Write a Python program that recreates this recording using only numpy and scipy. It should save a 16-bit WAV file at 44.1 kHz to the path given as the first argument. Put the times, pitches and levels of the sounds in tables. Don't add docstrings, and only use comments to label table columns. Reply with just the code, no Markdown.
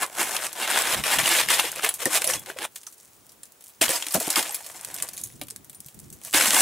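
import sys
import numpy as np
from scipy import signal
from scipy.fft import rfft, irfft
from scipy.io import wavfile
from scipy.ndimage import uniform_filter1d

SR = 44100
rng = np.random.default_rng(int(sys.argv[2]) if len(sys.argv) > 2 else 0)


def put_to_file(sound):
    columns = np.atleast_2d(sound).T
    safe = np.clip(columns, -1, 1)
    whole_steps = np.round(safe * 32767)
    wavfile.write(sys.argv[1], SR, whole_steps.astype(np.int16))


def volts_from_db(level):
    exponent = np.asarray(level, float) / 20
    return 10 ** exponent


N = 291501

# (f/Hz, level/dB)
SPLINTER = [(2530, -48.5), (4300, 5.5), (4650, -3.5), (8140, 5.5), (10000, 5), (14600, -0.5), (15600, -4.5),
            (16200, -11)]
# (f/Hz, level/dB)
BLADE = [(470, -33), (800, -1.5), (1350, 3), (1470, 5), (2610, 5), (3460, 5), (5000, -3.5), (6500, -50),
         (11000, -120)]
# (f/Hz, level/dB)
BOOM = [(59, -23.5), (100, -24), (358, 0.5), (395, -1.5), (653, 4), (1100, -7), (1430, -14), (2420, -120)]
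# (from t/s, to t/s)
NO_CRUNCH = [
    (2.68, 3.8105),
    (5.35, 6.2),
    (6.3, 6.336),
]
UPPER_RING_HZ = 1920


def crunch():
    level_db, blade_db, boom_db, upper_db = contact()
    dense = np.clip(volts_from_db(level_db + 26), .02, 1)
    clump = slips() * volts_from_db(1.5 * drift(300)) / np.sqrt(dense)
    fine = grains(20000 * dense, spread_db=2.5, clump=clump)
    fine = fine + 0.16 * grains(303, spread_db=4, clump=dense ** -.15)
    coarse = 0.68 * fine + 0.89 * grains(6000 * dense, spread_db=4, clump=clump)
    ringing = chips(coarse, low_hz=870, high_hz=4220, cycles=12.4, patchy_db=4)
    glassy = chips(fine, low_hz=5240, high_hz=12000, cycles=37, patchy_db=2)

    splinters = colour(fine[None] + 0.88 * glassy, SPLINTER)
    blade = colour(coarse[None] + 0.54 * ringing, BLADE)
    boards = colour(coarse[None], BOOM)
    lower = signal.sosfiltfilt(signal.butter(2, UPPER_RING_HZ, fs=SR, output="sos"), blade)
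    blade = lower + volts_from_db(upper_db) * (blade - lower)

    out = volts_from_db(level_db - .8) * rms_one(splinters)
    out = out + volts_from_db(level_db + blade_db - .8) * rms_one(blade)
    out = out + volts_from_db(level_db + blade_db + boom_db - 3) * rms_one(boards)
    s = np.arange(N) / SR
    lifted = sum((s > start) & (s < end) for start, end in NO_CRUNCH)
    return uniform_filter1d(1. - lifted, size=60) * out


# (t/s, pressure as splinter level/dB, blade tilt as blade re splinters level/dB,
# stiffness as upper ring level/dB)
DRAG = [(0, -47, 3.5, -7.5), (.52, -46, 0, -2.5), (.65, -34.5, 4, 0.5), (1.02, -37.5, 2, -1.2),
        (1.5, -42, -1.5, 4), (1.9, -62, -0.5, 0), (2.06, -34.5, -2.5, 0.5), (2.35, -45, -3, -3.5),
        (2.6, -58, 4, -1.5), (3.8, -101, -3.5, 3.3), (4.1, -35.5, -6, -1.5), (4.46, -33.5, -1.5, -0.5),
        (4.58, -44, -7, -2.5), (5.0, -43.5, 0.5, -4), (5.35, -58, -10.5, -3), (6.25, -58.5, -9.5, 0.5),
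        (6.345, -53, -2, 2.8), (6.61, -19, -1.5, -5)]
# (t/s, splinter peak level/dB, rise t/s, fall t/s)
BITES = [(0.032, -23.5, 0.048, 0.018), (0.211, -23.5, 0.066, 0.079), (0.288, -30.5, 0.22, 0.32),
         (0.366, -26, 0.08, 0.038), (0.452, -26, 0.092, 0.036), (0.629, -29, 0.11, 0.13),
         (.708, -23.5, 0.063, 0.06), (0.788, -22.5, 0.17, 0.13), (0.869, -27, 0.077, 0.27),
         (0.942, -25.5, 0.37, 0.032), (1.063, -25.5, 0.037, 0.24), (1.137, -20.5, 0.1, 0.069),
         (1.192, -19, 0.016, 0.053), (1.247, -23.5, 0.008, 0.033), (1.264, -22, 0.029, 0.15),
         (1.32, -22, 0.21, 0.086), (1.391, -19.5, 0.18, 0.094), (1.51, -18, 0.034, 0.097),
         (1.6, -17.5, 0.031, 0.021), (1.649, -25.5, 0.092, 0.082), (1.767, -35.5, 0.094, 0.18),
         (1.837, -24, .025, 0.095), (2.005, -32, 0.027, 0.02), (2.026, -25.5, 0.02, 0.035),
         (2.058, -27, 0.014, 0.045), (2.165, -17.5, 0.086, 0.026), (2.217, -30.5, 0.023, 0.086),
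         (2.301, -19.5, 0.027, 0.046), (2.345, -24.5, 0.061, 0.04), (2.503, -35.5, 0.043, 0.026),
         (2.652, -33.5, 0.093, 0.016)]
# (t/s, splinter peak level/dB, rise t/s, fall t/s)
SHATTERS = [(3.817, -16.5, 0.0088, 0.076), (3.84, -17, 0.022, .03), (3.858, -20.5, .04, 0.036),
            (3.901, -25.5, .05, 0.21), (4.148, -19, 0.018, 0.048), (4.207, -30, 0.062, 0.34),
            (4.306, -26, 0.023, .07), (4.37, -17.5, 0.021, 0.072), (6.265, -41.5, 0.072, 0.068),
            (6.34, -15.5, 0.007, 0.17), (6.378, -14.5, 0.057, .04), (6.411, -16.5, 0.0067, 0.053),
            (6.465, -17.5, 0.11, 0.083), (6.55, -16, 0.079, .3), (6.609, -15.5, 0.15, .1)]
SWING_DB = 20
BITE_ROUNDING = 1.247
BLADE_YIELD, BOOM_DB, BOOM_YIELD = 0.025, -8, 0.19


def contact():
    level_db, tilt_db, upper_db = in_time(DRAG)
    s = np.arange(N) / SR
    for at, peak_db, rise, fall in BITES + SHATTERS:
        away = np.maximum((at - s) / rise, (s - at) / fall)
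        level_db = np.maximum(level_db, peak_db - SWING_DB * away ** BITE_ROUNDING)
    blade_db = tilt_db - BLADE_YIELD * (level_db + 41.5)
    boom_db = BOOM_DB - BOOM_YIELD * (level_db + 25.5)
    return level_db, blade_db, boom_db, upper_db


SLIPS_PER_S, SLIP_T60_S = 260, .012


def slips():
    lets_go = rng.random(N) * (rng.random(N) < SLIPS_PER_S / SR)
    return rms_one(0.91 + signal.lfilter([1], [1, -volts_from_db(-60 / (SLIP_T60_S * SR))], lets_go))


def grains(per_s, spread_db, clump):
    sizes = volts_from_db(spread_db * np.minimum(rng.exponential(1, N), 5)) * rng.choice([-1, 1], N)
    return rms_one(sizes * (rng.random(N) < per_s / SR)) * clump


def chips(clicks, low_hz, high_hz, cycles, patchy_db):
    dealt, out = rng.integers(0, 10, N), 0
    for k, hz in enumerate(np.geomspace(low_hz, high_hz, 10)):
        mine = clicks * (dealt == k) * volts_from_db(patchy_db * drift(24))
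        out = out + ring(mine + 1e-18, hz, cycles / hz)
    return rms_one(out)


# (t/s, peak level/dB, clink f/Hz, body re peak level/dB)
CRACKS = [(.3655, -14, 3820, -1), (.4674, -20, 1380, -45), (.5292, -21.5, 8850, -21), (.924, -17, 2460, -9),
          (1.038, -8.5, 1673, -23), (1.1863, -8, 2410, -32), (1.258, -13, 2720, -47),
          (1.4868, -9, 2500, -1.5), (1.717, -15.5, 9350, -44), (1.8469, -1.5, 1480, -11),
          (1.89, -11.5, 11000, -8), (1.94, -16, 11400, -22.5), (2.0555, -11, 8650, -29),
          (2.22, -11.5, 2100, -24), (2.2431, -14, 9900, -9), (2.2743, -13, 9900, -8.5),
          (2.336, -16.5, 5560, -10), (2.394, -24, 9590, -29), (2.4603, -28.5, 8000, -8),
          (2.587, -18.5, 2320, -2.5), (2.62, -29.5, 1550, -16), (6.507, -4, 3160, -30),
          (6.4096, -10, 4100, 0)]
# (t/s, peak level/dB, clink f/Hz, body re peak level/dB)
DEBRIS = [(3.8135, -11.5, 8100, -9.5), (3.8919, -12.5, 8550, -12), (4.0238, -29.5, 6700, -2.5),
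          (4.067, -18, 7290, -16), (4.1094, -23, 7850, -19), (4.123, -19, 12000, -30),
          (4.143, -7.5, 10400, -20), (4.2009, -13, 10200, -27), (4.269, -19.5, 8200, -13.5),
          (4.3032, -7, 6800, -20), (4.328, -17, 3980, -17), (4.358, -15, 9200, -5),
          (4.4272, -15, 5430, -15), (4.5082, -29, 8260, -16), (4.5449, -17.5, 11300, -20),
          (4.644, -34, 8000, -16), (4.6634, -28, 9460, -17), (4.7008, -38, 8500, -17),
          (4.848, -23, 8700, -17.5), (4.9423, -21, 9800, -26), (4.9846, -24, 3300, -24),
          (5.0001, -37.5, 3620, -2), (5.0224, -19, 9400, -34), (5.0883, -24, 8370, -19.5),
          (5.134, -29, 10000, -22), (5.1782, -26, 7600, -22), (5.2141, -26, 8800, -30),
          (5.2377, -23, 9500, -32), (5.272, -34, 8820, -31)]
# (t/s, peak level/dB, clink f/Hz, body re peak level/dB)
DROPS = [(2.7606, -23.5, 8150, -12), (2.8327, -35, 8800, -11.5), (2.8673, -29, 6900, -14.5),
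         (2.9254, -38, 9540, -17), (2.9817, -39, 8420, -23), (3.293, -38, 6300, -41),
         (3.319, -37, 8460, -19), (3.4323, -31.5, 7900, -16.5), (3.4543, -38, 7100, -30),
         (3.5207, -39, 10800, -25), (3.6084, -36.5, 9800, -17), (3.64, -31, 9820, -49),
         (3.695, -42, 9900, -14),
         (5.4144, -22.5, 9700, -9), (5.4695, -38, 9850, -18), (5.484, -30, 9600, -14.5),
              (5.502, -26, 7700, -50), (5.5613, -27, 8500, -16), (5.6456, -35.5, 10100, -30),
              (5.697, -27.5, 12000, -20), (5.73, -36, 12600, -16.5), (5.747, -31.5, 9350, -31),
              (5.804, -26, 8700, -33), (5.862, -31, 10300, -27), (5.885, -31.5, 10000, -16.5),
              (5.945, -36.5, 10300, -22), (5.9977, -32, 12400, -30), (6.102, -36, 8640, -30),
              (6.127, -29.5, 9600, -48), (6.2362, -30, 8800, -32), (6.249, -23, 10300, -20),
              (6.2797, -36, 9400, -11), (6.3288, -20, 12000, -10.5)]
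# (f/Hz, level/dB)
CRACK_COLOUR = [(300, -56), (1200, -13.5), (3000, -6), (4700, -8.5), (6500, -5), (9000, -1), (12500, -1.5),
                (16000, -5)]
# (f/Hz, level/dB)
CRACK_BODY = [(150, -60), (600, -3.5), (1200, 1), (3200, 8.5), (4500, 0), (8000, -53.5)]


def cracks(events, snap_db, ring_db, spray_t60, spray_db):
    bright, body, span = np.zeros(N + SR), np.zeros(N + SR), 6000
    t = np.arange(span) / SR
    for s, peak_db, hz, body_db in events:
        t60 = spray_t60 * (hz / 6000) ** 0.12 * volts_from_db(-.15 * (peak_db + 19.5))
        fade = volts_from_db(spray_db - 60 * t / t60) + volts_from_db(spray_db - 14 - 60 * t / (5.4 * t60))
        spray = rng.standard_normal(span) * volts_from_db(5 * rng.standard_normal(span)) * fade
        spray[0] = 1
        partials = np.minimum(hz * np.array([1, 1.31, .72]), .4 * SR)
        clink = sum(ring(spray, f, 6.3 / f) for f in partials) * volts_from_db(ring_db)
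        at, gain = round(s * SR), volts_from_db(peak_db + snap_db)
        bright[at:at + span] += gain * (0.73 * spray + clink)
        body[at:at + span] += gain * volts_from_db(body_db + 12.5) * spray
    return colour(bright[None, :N], CRACK_COLOUR) + colour(body[None, :N], CRACK_BODY)


# (t/s, peak level/dB)
SNAPS = [(0.0642, -15), (0.467, -9.5), (0.7031, -8), (0.714, -6), (0.7539, -14), (0.789, 1), (0.8213, -2),
         (0.8611, -18), (0.925, -7), (1.1915, -14), (1.2124, -15.5), (1.2711, -1), (1.2916, 2),
         (1.3372, -7), (1.4068, -13), (1.7603, -14.5), (1.89, -15), (2.0564, 1.5), (2.2197, -4),
         (2.2437, -8), (2.2696, -8), (2.2748, -14), (2.3367, -18), (2.628, -16), (3.893, -14), (3.904, -5),
         (3.9183, -5.5), (4.0248, -14), (4.1234, -15), (4.203, -16), (4.2285, -9), (4.2804, -8),
         (4.3032, -19), (4.3285, -20), (4.3606, -4), (4.5097, -21), (4.6099, -24), (4.8482, -11),
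         (5.002, -17), (5.0247, -1), (5.1777, -27), (5.4143, -18), (6.343, -10), (6.411, -14), (6.506, 1),
         (6.5254, -13), (.3657, -10), (2.6586, -18), (2.7579, -19), (2.8755, -21), (4.1399, -5),
         (4.237, -18), (4.3137, -14), (4.8118, -19), (5.081, -23), (5.4364, -22), (5.5082, -14),
         (5.5615, -19), (5.991, -25), (6.0013, -28)]
SNAP_HZ, SNAP_T60_S = 8700, 0.00097


def snaps():
    clicks = np.zeros((1, N))
    s, peak_db = np.transpose(SNAPS)
    clicks[0, (s * SR).astype(int)] = volts_from_db(peak_db) * (-1.) ** np.arange(len(s))
    return volts_from_db(3.5) * ring(clicks, SNAP_HZ, SNAP_T60_S) + volts_from_db(-11) * colour(clicks, CRACK_BODY)


# (t/s, f/Hz, level/dB)
PINGS = [(1.257, 2900, -19.5), (1.891, 10300, -15.5), (1.892, 7850, -23), (2.055, 5800, -30),
         (2.069, 8100, -28), (2.241, 12520, -27), (2.242, 9900, -25), (2.274, 5670, -23),
         (2.274, 10100, -16.5), (2.308, 5740, -26), (2.308, 8100, -23), (2.335, 2800, -26),
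         (2.336, 5760, -21), (2.596, 2900, -47), (2.643, 9100, -34), (2.645, 3420, -33.5),
         (2.868, 6030, -36), (3.293, 5800, -51), (3.432, 9560, -41), (3.433, 7350, -43.5),
         (4.358, 5020, -23), (4.371, 9300, -26), (4.508, 8150, -32), (4.544, 11140, -26),
         (5.134, 10100, -40), (5.236, 6660, -31), (5.236, 10100, -30), (5.419, 10450, -36),
         (5.561, 10220, -48), (6.102, 8300, -42)]
# (t/s, peak level/dB, f/Hz)
TICKS = [(3.6235, -31, 9510), (3.6676, -30, 8870), (3.882, -7.5, 3060), (3.957, -13, 5000),
         (3.9824, -31, 7810), (4.085, -9.5, 8800), (4.4624, -30, 9820), (4.485, -20, 8320),
         (4.494, -11, 8140), (4.5594, -20, 5700), (4.5664, -19, 9250), (4.609, -29, 8700),
         (4.67, -27, 8260), (4.7064, -32, 8430), (4.795, -30.5, 9320), (4.8743, -30, 10300),
         (4.915, -25, 11100), (4.964, -13.5, 9000), (4.977, -18, 9040), (5.069, -26, 6840),
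         (5.077, -26, 8390), (5.167, -21, 9860), (5.171, -17, 10300), (5.1779, -17, 6700),
         (5.1944, -24, 10400), (5.2016, -23, 10000), (5.261, -22, 9920), (5.287, -31, 9920),
         (5.2964, -33, 10000), (5.3163, -35, 10500), (5.3238, -31, 10500), (5.3642, -36, 8580),
         (5.3961, -34, 10500), (5.835, -42, 9470), (5.9014, -44, 7870), (6.0344, -43, 11200),
         (6.083, -39, 8160), (6.1639, -38.5, 12100), (6.2158, -27.5, 9100)]
# (t/s, f/Hz, level/dB)
KNOCKS = [(1.64, 477, -30), (1.65, 333, -36.5), (1.645, 844, -29.5), (1.77, 528, -37.5), (1.84, 441, -29.5),
          (1.875, 800, -34), (2.025, 487, -35), (2.215, 500, -36), (2.243, 632, -28), (2.295, 1170, -41),
          (2.335, 863, -33), (2.48, 514, -40), (2.498, 385, -38.5), (2.562, 550, -38), (2.59, 407, -43),
          (2.62, 473, -38), (2.64, 557, -39.5), (3.814, 324, -22.5), (3.818, 654, -26), (3.84, 236, -37.5),
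          (4.066, 302, -45), (4.152, 195, -30), (4.178, 245, -30), (4.375, 302, -31.5), (4.495, 826, -36),
          (4.606, 850, -43.5), (5.416, 520, -44), (5.52, 430, -52.5), (5.6, 270, -51), (5.86, 139, -44.5),
          (5.97, 165, -47), (6.345, 287, -29.5), (6.44, 253, -37), (6.48, 210, -36), (6.535, 286, -32.5),
          (6.565, 1615, -23)]


def shards():
    ticks = [(s, hz, db - 7.5) for s, db, hz in TICKS]
    overtones = [(s, share * hz, db - 10.5) for s, hz, db in ticks for share in (.37, .66, 1.36)]
    out = volts_from_db(4) * damped_notes(PINGS, t60=0.016, rise=.0008)
    out = out + damped_notes(ticks + overtones, t60=.0035, rise=.0001)
    return out + damped_notes(KNOCKS, t60=0.072, rise=0.0011)


def damped_notes(events, t60, rise):
    out, t = np.zeros(N + SR), np.arange(8000) / SR
    shape = (1 - np.exp(-t / rise)) * volts_from_db(-60 * t / t60)
    shape = shape / shape.max()
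    for s, hz, level_db in events:
        main = np.sin(2 * np.pi * hz * t)
        neighbour = .6 * np.sin(2 * np.pi * hz * t * rng.uniform(.94, 1.06))
        out[round(s * SR):][:len(t)] += volts_from_db(level_db) * shape * (main + neighbour)
    return out[:N]


# (t/s, f/Hz, level/dB, t60 t/s)
TINKLES = [(0.029, 1110, -14.5, 0.045), (2.28, 5900, -29, 0.045), (0.205, 1493, -32, 0.087),
           (2.057, 1820, -15.5, 0.043), (2.373, 3370, -36.5, 0.14), (2.873, 1320, -36, 0.02),
           (4.026, 6900, -27, 0.026), (4.366, 1207, -12, 0.026), (4.522, 11660, -25, 0.04),
           (5.233, 4000, -40, 0.037), (5.75, 9310, -41, 0.16)]


def tinkles():
    out, t = np.zeros(N + SR), np.arange(9000) / SR
    for s, hz, level_db, t60 in TINKLES:
        rattle = rng.standard_normal(len(t)) * volts_from_db(-60 * t / 0.0065)
        note = ring(rattle, hz, t60)
        out[round(s * SR):][:len(t)] += volts_from_db(level_db) * note / np.abs(note).max()
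    return out[:N]


# (t/s, peak level/dB, t60 t/s, strongest f/Hz)
THUDS = [(2.059, -15.5, 0.21, 350), (2.268, -28, 0.51, 567), (3.812, -28, 0.29, 640),
         (3.892, -21.5, 0.24, 511), (4.148, -12.5, 0.17, 646), (4.209, -23, 0.079, 640),
         (4.276, -20.5, 0.11, 400), (4.379, -24, 0.34, 794), (5.035, -40, 0.082, 664),
         (5.414, -32, 0.14, 300), (6.343, -31.5, 0.97, 295)]
# (f/Hz, level/dB, t60 t/s)
BOARDS = [(192, -5, 0.12), (308.2, -3, 0.27), (350, 17.5, 0.01), (520, 14.5, 0.029), (641, -1.5, 0.041)]


def thuds():
    out, t = np.zeros(N + SR), np.arange(8192) / SR
    for s, peak_db, t60, spot_hz in THUDS:
        push = rng.standard_normal(len(t)) * volts_from_db(-60 * t / (0.41 * t60))
        modes = 2.05 * ring(push, spot_hz, 0.29 * t60)
        for hz, db, own_t60 in BOARDS:
            octaves_off = abs(np.log2(hz / spot_hz))
            modes = modes + volts_from_db(db - 5.8 * octaves_off) * ring(push, hz, own_t60 * t60 / 0.18)
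        out[round(s * SR):][:len(t)] += volts_from_db(peak_db + 3.5) * modes / np.abs(modes).max()
    return signal.sosfilt(signal.butter(2, 1200, fs=SR, output="sos"), out[None, :N])


# (f/Hz, side re mid level/dB)
WIDTH = [(60, -13), (110, -5), (200, 2), (380, -1.5), (700, -8), (1290, -6.5), (2380, -9), (4400, -1.5),
         (8120, -8), (15000, -14.5)]


def deck(x):
    t = np.arange(6000) / SR
    tail, paths = rng.standard_normal((2, 6000)) * volts_from_db(-60 * t / [[.09], [.012]])
    tail[:60] = 0
    mid = x.mean(axis=0)
    echo = volts_from_db(-6) * signal.fftconvolve(mid * drift(24.3), tail / np.linalg.norm(tail))[:N]
    moving = (mid + echo) * np.tanh(2 * drift(29.5))
    side = signal.fftconvolve(moving, paths / np.linalg.norm(paths))[None, :N]
    return x + echo + volts_from_db(-9) * colour(side, WIDTH) * [[1], [-1]]


# (t/s, level/dB)
WIND = [(0, -51), (.1, -64), (.35, -54.5), (.7, -67), (1.3, -47), (1.9, -61.5), (2.4, -54), (2.9, -75),
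        (3.2, -60), (3.7, -72), (4.6, -64), (5.15, -51), (5.43, -48), (5.7, -57), (5.9, -62), (6.03, -44),
        (6.28, -58), (6.6, -52)]
# (t/s, level/dB)
BUMPS = [
    (0.989, -32),
    (1.2, -31),
    (1.48, -42.5),
    (1.902, -51),
    (2.38, -43),
    (3.22, -56),
    (3.48, -60.5),
    (3.84, -48),
    (6.37, -43.5),
]
BUMP_DB_PER_S = 218


def gusts():
    s = np.arange(N) / SR
    bumps = [db - BUMP_DB_PER_S * abs(s - at) for at, db in BUMPS]
    return np.max(in_time(WIND) + bumps, axis=0)


# (f/Hz, level/dB)
GUST = [(20, -33), (50, -13), (100, -4.5), (200, -7), (400, -15), (900, -52)]


def wind():
    shared, own = rng.standard_normal((1, N)), rng.standard_normal((2, N))
    lumps = volts_from_db(3 * drift(20))
    return volts_from_db(gusts() - 0.5) * rms_one(lumps * colour(shared + 1.2 * own, GUST))


# (t/s, level/dB)
JOLTS = [
    (2.765, -47.5),
    (2.95, -57),
    (3.62, -52),
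    (5.25, -53),
    (5.85, -52.5),
    (6.05, -56),
    (6.3, -40),
]
CRUMBS_FADE_DB_PER_S = 33


def trickle():
    s = np.arange(N) / SR
    runs = [db - np.maximum(CRUMBS_FADE_DB_PER_S * (s - at), 300 * (at - s)) for at, db in JOLTS]
    return np.max(runs, axis=0)


# (f/Hz, level/dB)
HISS = [(40, -16), (200, -8), (391, -5), (649, -5), (1860, -12), (4510, -15), (9150, -11.5), (14400, -17),
        (15200, -10.5)]
# (f/Hz, side re mid level/dB)
HISS_WIDTH = [(200, -11), (1300, -3), (4400, -6), (8000, -6), (15000, -10.5)]
HISS_DB, WHINE_HZ, WHINE_DB = -58.5, 15600, -63


def air():
    side = volts_from_db(-5.5) * colour(rng.standard_normal((1, N)), HISS_WIDTH)
    hiss = colour(rng.standard_normal(N) + side * [[1], [-1]], HISS)
    ticks = grains(2000, spread_db=3.5, clump=volts_from_db(3 * drift(30)))
    crumbs = chips(ticks, low_hz=6140, high_hz=13500, cycles=6, patchy_db=5)
    whine = rms_one(ring(rng.standard_normal(N), WHINE_HZ, 0.016))
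    return volts_from_db(HISS_DB + 3) * hiss + volts_from_db(trickle()) * crumbs + volts_from_db(WHINE_DB) * whine


def rms_one(x):
    return x / np.sqrt(np.mean(x ** 2) + 1e-20)


def in_time(rows):
    s, *columns = np.transpose(rows)
    return [np.interp(np.arange(N) / SR, s, c) for c in columns]


def colour(x, points):
    hz, level_db = np.transpose(points)
    grid = np.maximum(np.arange(2049) * SR / 4096, 1)
    log_gain = np.interp(np.log(grid), np.log(hz), level_db) * np.log(10) / 20
    cepstrum = irfft(log_gain)
    cepstrum[1:2048] *= 2
    cepstrum[2049:] = 0
    taps = irfft(np.exp(rfft(cepstrum)))
    return signal.fftconvolve(x, np.atleast_2d(taps / np.linalg.norm(taps)), axes=-1)[..., :N]


def drift(rate):
    r = np.exp(-2 * np.pi * rate / SR)
    return rms_one(signal.lfilter([1], [1, -2 * r, r * r], rng.standard_normal(N + SR))[SR:])


def ring(x, hz, t60):
    r, w = volts_from_db(-60 / (t60 * SR)), 2 * np.pi * hz / SR
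    return signal.lfilter([.5, 0, -.5], [1, -2 * r * np.cos(w), r * r], x)


def scene():
    ice = crunch() * volts_from_db([[.6], [-.6]])
    ice = ice + cracks(CRACKS, snap_db=-5.5, ring_db=-4, spray_t60=0.016, spray_db=-10.5)
    ice = ice + cracks(DEBRIS, snap_db=4.5, ring_db=-12, spray_t60=0.019, spray_db=-14.5)
    ice = ice + cracks(DROPS, snap_db=2, ring_db=-7.5, spray_t60=0.017, spray_db=-16.5)
    ice = ice + snaps() + shards() + tinkles() + thuds()
    return deck(ice) + wind() + air()


def low_pass(x):
    return signal.sosfilt(signal.butter(12, 16850, fs=SR, output="sos"), x)


def record(dry):
    rounded = 0.58 * np.tanh(dry / 0.72)
    mix = signal.sosfilt(signal.cheby2(10, 40, 16330, fs=SR, output="sos"), rounded)
    return low_pass(mix)


dry = scene()
out = record(dry)
put_to_file(out)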